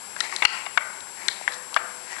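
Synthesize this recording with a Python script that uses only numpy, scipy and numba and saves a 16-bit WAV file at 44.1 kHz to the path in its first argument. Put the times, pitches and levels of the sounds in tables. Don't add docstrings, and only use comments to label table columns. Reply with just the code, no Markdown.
import sys
import numpy as np
from scipy import signal
from scipy.fft import rfft, irfft
from scipy.io import wavfile
from scipy.ndimage import uniform_filter1d
from numba import njit

SR = 44100
rng = np.random.default_rng(int(sys.argv[2]) if len(sys.argv) > 2 else 0)


def field_ratio(decibels):
    return 10 ** (np.asarray(decibels, dtype=float) / 20)


def to_wav(s):
    ch = np.atleast_2d(s).T
    pcm = np.round(np.clip(ch, -1, 1) * 32767)
    wavfile.write(sys.argv[1], SR, pcm.astype(np.int16))


N = 97020

SNAP_DB, SNAP_T60_S = 5, .0043


def unit(x):
    return x / np.sqrt(np.mean(x ** 2))


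def ring(hz, t60, secs=.6):
    t = np.arange(int(secs * SR)) / SR
    return np.sin(2 * np.pi * hz * t) * np.exp(-np.log(1000) * t / max(t60, 1e-3))


def burst(hz, turns, secs=.1):
    u = np.arange(int(secs * SR)) / SR * hz / turns
    return np.sin(2 * np.pi * turns * u) * u * np.exp(1 - u) * np.exp(-u ** 2 / 20)


def swell(count, rise_s):
    return 1 - np.exp(-(np.arange(count) / SR / rise_s) ** 2)


def add(out, start_s, x):
    i = int(start_s * SR)
    out[i:i + len(x)] += x[:max(len(out) - i, 0)]


def colour(points):
    p = np.array(points, float)
    log_hz = np.log(np.arange(N // 2 + 1) * SR / N + 1)
    gain = field_ratio(np.interp(log_hz, np.log(p[:, 0]), p[:, 1], left=-60, right=-60))
    return unit(irfft(rfft(rng.standard_normal(N)) * gain, N))


def walk(rate):
    k = int(SR / rate)
    return uniform_filter1d(np.repeat(rng.standard_normal(N // k + 1), k), k)[:N]


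@njit
def svf(x, hz, width):
    y, band, low = np.empty(len(x)), 0., 0.
    for i in range(len(x)):
        g, k = np.tan(np.pi * hz[i] / SR), width / hz[i]
        v = (band + g * (x[i] - low)) / (1 + g * (g + k))
        band, low, y[i] = 2 * v - band, low + 2 * g * v, k * v
    return y


def steady_band(x, hz, width):
    return unit(svf(x, np.full(N, 1. * hz), 1. * width))


@njit
def follow(x, up, down):
    y, e = np.empty(len(x)), 0.
    for i in range(len(x)):
        e += (abs(x[i]) - e) * (up if abs(x[i]) > e else down)
        y[i] = e
    return y


def camera(t):
    # hz, level_db per Hz
    hiss = [(2000, 1), (3500, -6.5), (5500, -2.5), (7000, -7.5), (8200, -5), (9200, -1), (10800, 2.5),
            (12200, 6)]
    # hz, level_db
    lines = [(9473, -63), (11041, -56)]
    # hz within a frame, slip_hz from frame to frame, level_db
    tones = [(7569.3, 0, -41), (7844.3, 22.2, -48)]
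    frame_hz, hiss_db = 30, -38
    inside = np.mod(t, 1 / frame_hz)
    whine = sum(field_ratio(db) * np.sin(2 * np.pi * (hz * inside + slip * t)) for hz, slip, db in tones)
    steady = sum(field_ratio(db - 2.5) * np.sin(2 * np.pi * hz * t) for hz, db in lines)
    return np.sqrt(2) * whine + steady + field_ratio(hiss_db + .5 * walk(14)) * colour(hiss)


def workshop_air():
    # hz, level_db per Hz
    air = [(15, -49), (25, -16.5), (247, -8.5), (511, -5.5), (643, -5), (941, 2.5), (1250, -4.5),
           (1670, -1), (2400, -37), (3120, -76), (5280, -120)]
    air_db, flicker_db = -43, 1.17
    return field_ratio(air_db + flicker_db * walk(9.5)) * colour(air)


def drones():
    # hz, width_hz, level_db
    bands = [(203, 17.5, -62), (387.6, 6.7, -63), (840, 28, -75.5), (1004, 78, -62)]
    out = np.zeros(N)
    for hz, width, db in bands:
        out += field_ratio(db + 2.4 * walk(4.76)) * steady_band(rng.standard_normal(N), hz, width)
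    return out


def rub(t):
    # start_s, level_db, centre_hz
    effort = [(0, -71, 890), (0.118, -55, 1540), (.22, -34.5, 1970), (.3, -33, 2000), (.39, -38, 1940),
              (.465, -31, 2530), (0.531, -31, 2600), (.6, -38, 2480), (.7, -50.5, 2500), (0.949, -56, 2000),
              (1.15, -51.5, 1830), (1.24, -39, 1900), (1.46, -44.5, 2000), (1.54, -43, 4500),
              (1.62, -74, 2500), (2.029, -52, 1880), (2.129, -35, 1930), (2.2, -40, 1800)]
    # hz, width_hz, level_db
    casting = [(950, 350, -3), (1400, 400, -8), (4300, 2200, -5), (385, 40, -17)]
    grains_per_s, spread_db, width_hz, rub_db = 5400, 1.2, 750., 3
    start_s, level_db, centre_hz = np.array(effort, float).T
    slips = (rng.random(N) < grains_per_s / SR) * rng.standard_normal(N)
    slips = slips * field_ratio(spread_db * rng.exponential(size=N))
    grains = unit(slips) * field_ratio(2.7 * walk(39.64))
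    centre = np.interp(t, start_s, centre_hz)
    x = unit(svf(svf(grains, centre, width_hz), centre, 2 * width_hz))
    for hz, width, db in casting:
        x = x + field_ratio(db) * steady_band(grains, hz, width)
    return unit(x) * field_ratio(rub_db + np.interp(t, start_s, level_db))


def chatter(x, c):
    depth, fade_s = .3, .002
    k = depth * c * (np.abs(c) > 1.2) * np.exp(-np.arange(len(c)) / SR / fade_s)
    k[0] = 1
    return signal.fftconvolve(x, k)[:len(x)]


def clacks():
    # start_s, level_db, pitch_hz, ring_t60_s
    blows = [(.1635, -25, 1520, 0.0085), (.3245, -22.5, 1920, .015), (.4213, -17, 1100, 0.0076),
             (.4320, -28.5, 834, 0.12), (.4380, -30, 2200, .02), (.4218, -17.5, 2350, 0.027),
             (.4235, -9, 2200, 0.012), (.4262, -21.5, 2215, 0.029), (.4295, -18, 2710, 0.0092),
             (.4500, -7.5, 1680, 0.0073), (.4510, 1, 2767, 0.024), (.4548, -3.5, 2600, 0.0123),
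             (0.663, -22, 1850, 0.0098), (0.667, -31, 990, 0.0087), (.7740, -6, 1454, 0.015),
             (0.7774, -7, 2050, 0.0082), (1.218, -34, 2100, 0.0085), (1.412, -28.5, 740, 0.016),
             (1.4772, -8, 1750, .016), (1.482, -19.5, 1850, 0.0099), (1.728, -33.5, 1130, 0.022),
             (1.7632, -5.5, 1430, 0.011), (1.7660, -19.5, 734, .02), (1.7690, -11.5, 1720, 0.013),
             (1.7735, -19.5, 2360, 0.026), (2.164, -26.5, 1870, 0.014), (2.183, -28.5, 1740, 0.0067)]
    # hz, level_db, t60_s
    modes = [(702, -6.5, 0.04), (807, -17.5, 0.12), (988, 1, 0.022), (1130, -7, 0.063),
             (1296, -14.5, 0.075), (1370, -20, 0.019), (1620, -1.5, 0.028), (1648, -3, 0.015),
             (2000, 2.5, 0.024), (2200, -5, 0.052), (2474, -23, 0.0084), (2793, -8.5, 0.052),
             (3440, 0, 0.015), (4500, -13.5, 0.026)]
    body_db, scatter_db, damping = -13, 2, .75
    push_s, crack_db, crack_band_hz = .0012, -13, [2000, 6000]
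    close, snaps = np.zeros((2, N))
    luck = rng.standard_normal((len(blows), 600))
    crack_filter = signal.butter(2, crack_band_hz, "band", fs=SR)
    for (s, db, hz, t60), c in zip(blows, luck):
        body = 0
        for k, (f, d, mode_t60) in enumerate(modes):
            mode_db = body_db + d - 4.06 * abs(np.log2(f / hz)) + scatter_db * np.tanh(c[k])
            mode = ring(f * (1 + 0.014 * c[k + 40]), damping * mode_t60, .2)
            body = body + field_ratio(mode_db) * np.sign(c[k + 20]) * mode
        x = burst(hz, t60 * hz / 14, .2) + chatter(body, c[300:])
        x = x * swell(len(x), push_s)
        crack = signal.lfilter(*crack_filter, c[100:300]) * np.exp(-np.arange(200) / SR / .0015)
        x[20:220] += field_ratio(crack_db) * crack
        snap = ring(hz, SNAP_T60_S, .02) + .4 * ring(0.67 * hz, SNAP_T60_S, .02)
        add(close, s, field_ratio(db + 7) * x / np.abs(x).max())
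        add(snaps, s, field_ratio(db + 1.5 + SNAP_DB) * snap)
    return close, snaps


def ticks():
    # start_s, level_db, pitch_hz, after_ring_db
    taps = [(0.2049, -12, 4020, -6), (0.363, -14.5, 4150, -19.5), (0.4532, -31, 9000, 9),
            (0.4523, -2, 4550, -1), (1.006, -32.5, 3760, -15), (1.2834, -7.5, 3950, -11),
            (1.522, -30, 4720, -10), (1.5363, -29, 3820, -12), (1.543, -26, 5600, -21),
            (1.624, -29, 9100, -37), (1.7428, -20.5, 4500, -27), (1.7442, -22.5, 3040, -25)]
    # hz, level_db, t60_s
    modes = [(1380, -2, .016), (1600, -1, .018), (1850, 0, .02), (2150, -4, .016), (2900, -10, .012),
             (3500, -2, .018), (3900, -1, .018), (4400, -5, .014), (5200, -10, .01), (6200, -11, .009),
             (8400, -14, .007)]
    lever_db, turns, low_hz, room_db = -4, 0.93, 1100, -3.5
    close, snaps = np.zeros((2, N))
    luck = rng.standard_normal((len(taps), 340))
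    low_cut = signal.butter(2, low_hz, "high", fs=SR)
    for (s, db, hz, after_db), c in zip(taps, luck):
        x = burst(hz, turns)
        x = x + 0.33 * burst(min(1.458 * hz, 11000), 2.3)
        x = x + 0.34 * burst(min(2.123 * hz, 11000), 2.6)
        lever = 0
        for k, (f, d, t60) in enumerate(modes):
            mode_db = lever_db + after_db + d + 0.71 * np.tanh(c[k])
            mode = ring(f * (1 + 0.06 * c[k + 12]), t60, .1)
            lever = lever + field_ratio(mode_db) * np.sign(c[k + 24]) * mode
        x = signal.lfilter(*low_cut, x + swell(len(x), 0.0019) * chatter(lever, c[40:]))
        snap = ring(hz, SNAP_T60_S, .02) + 0.34 * ring(2180, 1.9 * SNAP_T60_S, .02)
        add(close, s, field_ratio(db + 9) * x / np.abs(x).max())
        add(snaps, s, field_ratio(db + 6.5 + SNAP_DB + room_db) * snap)
    return close, snaps


def room(x):
    t60_s, top_t60_s, level_db = 0.71, 0.36, -9.5
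    gap_s, rise_s, low_hz = 0.002, 0.022, 632
    t = np.arange(SR) / SR
    noise = signal.lfilter(*signal.butter(3, low_hz, "high", fs=SR), rng.standard_normal(SR))
    low = signal.lfilter(*signal.butter(2, 2500, fs=SR), noise)
    tail = low * np.exp(-np.log(1000) * t / t60_s)
    tail = tail + (noise - low) * np.exp(-np.log(1000) * t / top_t60_s)
    tail = tail * np.clip((t - gap_s) / rise_s, 0, 1)
    return field_ratio(level_db) * signal.fftconvolve(x, tail / np.sqrt(np.sum(tail ** 2)))[:N]


def after_ring(t):
    hz, from_s, to_s, level_db = 501, 1.49, 2.08, -46.5
    on = np.clip((t - from_s) / 0.01, 0, 1) * np.clip((to_s - t) / 0.017, 0, 1)
    return field_ratio(level_db + 3.5 * walk(8)) * on * np.sin(2 * np.pi * hz * t + .5 * walk(10))


def scene():
    t = np.arange(N) / SR
    clack_close, clack_snaps = clacks()
    tick_close, tick_snaps = ticks()
    hits = clack_close + tick_close
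    snaps = clack_snaps + tick_snaps
    near = hits + room(snaps + 0.28 * hits) + rub(t) + after_ring(t)
    near = signal.sosfilt(signal.butter(2, 233, "high", fs=SR, output="sos"), near)
    add(near, .4505, field_ratio(-35) * np.hanning(90))
    mono = near + workshop_air() + drones() + camera(t)
    return np.array([mono, 0 * mono])


def roll_off(x):
    return signal.sosfilt(signal.butter(12, 12750, fs=SR, output="sos"), x)


def record(dry):
    duck_at_db, ratio, attack_s, release_s = -14.5, 7.5, 0.0038, 0.039
    level = follow(dry[0], 1 / (attack_s * SR), 1 / (release_s * SR))
    gain = np.minimum(field_ratio(duck_at_db) / (level + 1e-9), 1) ** (1 - 1 / ratio)
    x = np.clip(dry * gain, -.84, .84)
    x = signal.sosfilt(signal.cheby2(8, 60, 13350, fs=SR, output="sos"), x)
    return roll_off(x)


dry = scene()
out = record(dry)
to_wav(out)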